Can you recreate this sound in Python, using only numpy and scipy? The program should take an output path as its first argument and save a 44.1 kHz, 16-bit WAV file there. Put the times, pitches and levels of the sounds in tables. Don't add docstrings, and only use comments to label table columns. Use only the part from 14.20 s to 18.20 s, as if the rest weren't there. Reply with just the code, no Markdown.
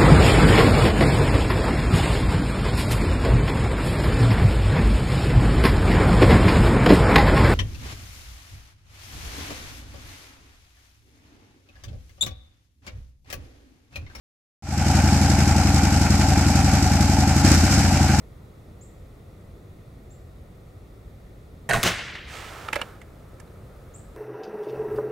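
import sys
import numpy as np
from scipy import signal
from scipy.fft import rfft, irfft, next_fast_len
from scipy.io import wavfile
from scipy.ndimage import map_coordinates

SR = 44100
rng = np.random.default_rng(int(sys.argv[2]) if len(sys.argv) > 2 else 0)


def unload_audio(sound):
    columns = np.transpose(np.atleast_2d(sound))
    steps = np.round(np.clip(columns, -1, 1) * 32767)
    wavfile.write(sys.argv[1], SR, steps.astype(np.int16))


def invert_db(level):
    return 10 ** (np.asarray(level, dtype=float) / 20)


N = 176400


def along(points, hz):
    f, v = np.transpose(points)
    return np.interp(np.log(hz + 1), np.log(f + 1), v)


def curve(rows, s=None):
    if s is None:
        s = np.arange(N) / SR
    return np.interp(s, *np.transpose(rows))


def wobble(rate):
    knots = rng.standard_normal(int(N * rate / SR) + 4)
    return map_coordinates(knots, [np.arange(N) * rate / SR])


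def filtered(x, response):
    m = next_fast_len(N + 8192)
    return irfft(rfft(x, m) * response(np.fft.rfftfreq(m, 1 / SR)), m)[..., :N]


# pitch_hz, side_over_mid_db
STEREO_WIDTH = [(60, -20), (110, -8), (200, -24.5), (380, -8), (700, -27.5), (1290, -5), (2380, -6.5),
                (4400, 3.5), (8120, -2), (15000, 1.5)]


def wide(pair, spectrum, peaks=()):
    def level_db(hz):
        bumps = sum(gain / (1 + (2 * (hz - centre) / width) ** 2) for centre, width, gain in peaks)
        return along(spectrum, hz) + bumps

    mid, side = filtered(pair, lambda hz: invert_db([level_db(hz), level_db(hz) + along(STEREO_WIDTH, hz)]))
    return np.array([mid + side, mid - side]) / np.sqrt(np.mean(mid ** 2))


# time_s, engine_cycles
CRANK = [(.3997, -1), (.9258, 5), (1.097, 7), (1.3608, 10), (1.9931, 17), (2.5322, 23), (2.8051, 26),
         (2.9849, 28), (3.1616, 30), (3.2455, 31), (3.277, 31.428), (3.3135, 32), (3.4347, 34),
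         (3.5085, 35), (3.6454, 37), (3.724, 38), (3.8089, 39), (4.073, 42)]


def moments(share):
    s, turns = np.transpose(CRANK)
    return np.interp(np.arange(turns[0], turns[-1]) + share, turns, s)


def bursts(times, sizes_db, t60):
    t = np.arange(SR // 8) / SR
    blows = np.zeros(N + SR)
    np.add.at(blows, np.round(times * SR).astype(int), invert_db(sizes_db))
    shape = invert_db(-60 * t / t60) * (1 - np.exp(-t / 0.00073))
    return np.abs(signal.fftconvolve(blows, shape)[:N])


# time_s, load_db
LOAD = [
    (3.21, 1),
    (3.24, 4),
    (3.32, 4),
    (3.39, 0),
    (3.435, 2),
    (3.48, 0.5),
    (3.72, 1),
    (3.76, -5.5),
    (3.8, 1),
]
# pitch_hz, t60_s, front_cylinder_db, rear_cylinder_db
PIPE_MODES = [(50.6, .377, -25.7, -26), (81.5, .141, -8.7, -10.1), (104.4, .135, -17, -16.3),
              (138.5, .21, -13.8, -19.3), (181, .067, -7, -9.8), (204.4, .138, -14.2, -24),
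              (279, .26, -30, -18), (314.7, .076, -15.7, -25)]
INWARD_MODE = 1
REAR_AT = .428
OPEN_S, LEAD_S = .0058, .0028
JITTER_S, SCATTER_DB, MODE_SCATTER_DB = .0003, .6, .9
LOAD_SHARE, BRIGHTENS = .5, 0.087
BARK_DB, BARK_HZ, BARK_T60_S = -17, 290, .06
MUFFLER_HZ = 390


def exhaust():
    out, t = np.zeros(N + SR), np.arange(SR // 3) / SR
    hz, t60, *levels = np.transpose(PIPE_MODES)
    sign = np.where(np.arange(len(hz)) == INWARD_MODE, -1, 1)
    decay = invert_db(-60 * t / t60[:, None])
    rings = sign[:, None] * np.sin(2 * np.pi * hz[:, None] * t) * decay * (1 - np.exp(-t / OPEN_S))
    bark_wave = np.sin(2 * np.pi * BARK_HZ * (t - LEAD_S - .0013).clip(0))
    bark = -invert_db(BARK_DB - 60 * t / BARK_T60_S) * bark_wave
    load_reach = LOAD_SHARE + BRIGHTENS * np.log2(hz / hz[1]).clip(0)
    for share, level_db in zip((0, REAR_AT), levels):
        for s in moments(share):
            luck = rng.standard_normal(len(hz) + 2)
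            load_db = curve(LOAD, s)
            scatter_db = SCATTER_DB * luck[0] + MODE_SCATTER_DB * luck[2:]
            gains = invert_db(level_db + load_db * load_reach + scatter_db)
            start = round((s - LEAD_S + share * JITTER_S * 2 * luck[1]) * SR)
            out[start:][:len(t)] += gains @ rings + max(load_db, 0) * bark
    return filtered(out[:N], lambda f: 1 / np.sqrt(1 + (f / MUFFLER_HZ) ** 8))


CHUFF_DB, CHUFF_REAR_DB, CHUFF_SCATTER_DB = -30, -4, 2.2
CHUFF_TILT_DB = 2.5
CHUFF_T60_S, CHUFF_LATE_S = .04, .0015


def chuff():
    tilted = [(hz, db + CHUFF_TILT_DB * np.log2(hz / 6000)) for hz, db in VALVE_SPECTRUM]
    front, rear = moments(0), moments(REAR_AT)
    s = np.r_[front, rear]
    is_rear = np.arange(len(s)) >= len(front)
    load_db = 1.9 * curve(LOAD, s).clip(-2)
    size_db = CHUFF_REAR_DB * is_rear + load_db + CHUFF_SCATTER_DB * rng.standard_normal(len(s))
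    spit = wide(rng.standard_normal((2, N)), [(500, -120), (1200, -14)] + tilted, VALVE_PEAKS)
    return invert_db(CHUFF_DB) * bursts(s + CHUFF_LATE_S, size_db, CHUFF_T60_S) * spit


# pitch_hz, level_db
RUMBLE_SPECTRUM = [(30, -36), (50, -12), (80, -9.5), (160, -1.5), (250, -3), (340, -8), (420, -33),
                   (600, -34)]
RUMBLE_DB = -30


def rumble():
    swing_db = 1.6 * np.abs(curve(LOAD)) + 1.7 * wobble(30)
    gas = wide(rng.standard_normal((2, N)), [(5, -120)] + RUMBLE_SPECTRUM + [(1500, -120)])
    return invert_db(RUMBLE_DB + swing_db) * gas


# time_s, level_db
REV = [
    (3.235, -2.5),
    (3.25, 7),
    (3.34, 5.5),
    (3.42, 1),
    (3.55, 3),
    (3.7, -1.5),
    (3.8, -1.5),
]
# cycle_share, width_share, level_db
GULPS = [
    (0.26, 0.034, 2),
    (0.419, 0.066, 8.5),
    (0.81, .06, 6.5),
    (0.91, .02, 2),
]
# pitch_hz, width_hz, level_db
AIRBOX_HOLLOWS = [
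    (766.3, 94, 0),
    (831.5, 91, 0),
]
AIRBOX_DB = -29
SWAY_DB, SWAY_AT = 1.5, 0.55


def airbox():
    angle = curve(CRANK) % 1
    gulp_db = sum(db * np.exp(-((angle - at) / width) ** 2 / 2) for at, width, db in GULPS)
    sway_db = SWAY_DB * np.cos(2 * np.pi * (angle - SWAY_AT))
    out = 0
    for side, (centre, width, db) in zip((1, -1), AIRBOX_HOLLOWS):
        def hollow(f):
            return (1j * f * width / (centre * centre - f * f + 1j * f * width)) ** 2

        breath_db = gulp_db + side * sway_db + 1.75 * wobble(45) - .9 * curve(REV)
        air = invert_db(breath_db) * rng.standard_normal((2, N))
        out = out + invert_db(AIRBOX_DB + db - 3.5) * wide(filtered(air, hollow), [(100, 0)])
    return out


# cycle_share, level_db, t60_s
TAPS = [
    (.04, 1, .12),
    (.21, 6.5, 0.059),
    (0.411, 2.5, 0.054),
    (.56, 6.5, 0.039),
    (0.799, 0, 0.1),
]
CLICKS_PER_S, CLICK_DB, CLICK_T60_S = 140, -7, 0.016


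def taps(scatter_db, tap_db):
    out = np.ones(N)
    for share, db, t60 in TAPS:
        s = moments(share)
        out += bursts(s, db + tap_db + scatter_db * rng.standard_normal(len(s)), t60)
    luck = rng.random((round(CLICKS_PER_S * N / SR), 2))
    click_db = CLICK_DB + tap_db - 2.4 * np.log(luck[:, 1] + .002)
    return out + bursts(luck[:, 0] * N / SR, click_db, CLICK_T60_S)


# pitch_hz, level_db
CASE_SPECTRUM = [(240, -56), (400, -20), (574, -6), (811, -3.5), (1010, -16.5), (1390, -14.5), (2320, -13),
                 (3300, -20), (4290, -40), (7260, -120)]
# pitch_hz, width_hz, gain_db
CASE_PEAKS = [(1396, 175, 9), (1551, 51, 8), (2330, 260, 2.5)]
# pitch_hz, level_db
VALVE_SPECTRUM = [(1760, -1), (3000, -8), (3400, -7), (5420, -3), (7440, -2), (9090, -12), (12000, -16.5),
                  (15600, -26.5)]
# pitch_hz, width_hz, gain_db
VALVE_PEAKS = [(4910, 580, 3), (5480, 250, 5.5), (6220, 220, 3), (7400, 560, 2), (8050, 310, 3.5),
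               (11400, 1100, 3)]
CASES_DB, VALVES_DB = -29.5, -30


def metal():
    drone = taps(scatter_db=2.5, tap_db=-10) * invert_db(1.24 * wobble(70)) * rng.standard_normal((2, N))
    ticks = taps(scatter_db=2.5, tap_db=-5.5) * invert_db(0.64 * wobble(60)) * rng.standard_normal((2, N))
    cases = invert_db(CASES_DB + 0.33 * curve(REV)) * wide(drone, CASE_SPECTRUM, CASE_PEAKS)
    valves = invert_db(VALVES_DB + 0.63 * curve(REV)) * wide(ticks, VALVE_SPECTRUM, VALVE_PEAKS)
    return cases + valves


def scene():
    return exhaust() + rumble() + chuff() + airbox() + metal()


def band_limit(x):
    return signal.sosfilt(signal.butter(12, 15700, fs=SR, output="sos"), x)


# pitch_hz, left_over_right_db
PORT_LEAN = [(60, 0.5), (110, 2), (200, 1.0), (380, 0.5), (700, 1), (1290, 0.5), (2380, -1), (4400, 4.5),
             (8120, -4.5), (15000, -5)]
LEFT_LAGS_S, LAG_BELOW_HZ, TOP_HZ = .00007, 1200, 15650
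OPENS_S, FADE_FROM_S, FADE_TO_S = .4235, .411, .74


def record(dry):
    def dip(hz):
        return invert_db(-4 / (1 + ((hz - 3330) / 120) ** 2)) * (hz < TOP_HZ)

    def half(hz):
        lag_s = LEFT_LAGS_S / (1 + (hz / LAG_BELOW_HZ) ** 4)
        return invert_db(along(PORT_LEAN, hz) / 2) * np.exp(-1j * np.pi * hz * lag_s)

    ports = filtered(dry, lambda hz: dip(hz) * np.array([half(hz), 1 / half(hz)]))
    t = np.arange(N) / SR
    fade = np.clip((t - FADE_FROM_S) / (FADE_TO_S - FADE_FROM_S), 0, 1)
    return band_limit(ports * fade * (t > OPENS_S))


dry = scene()
out = record(dry)
unload_audio(out)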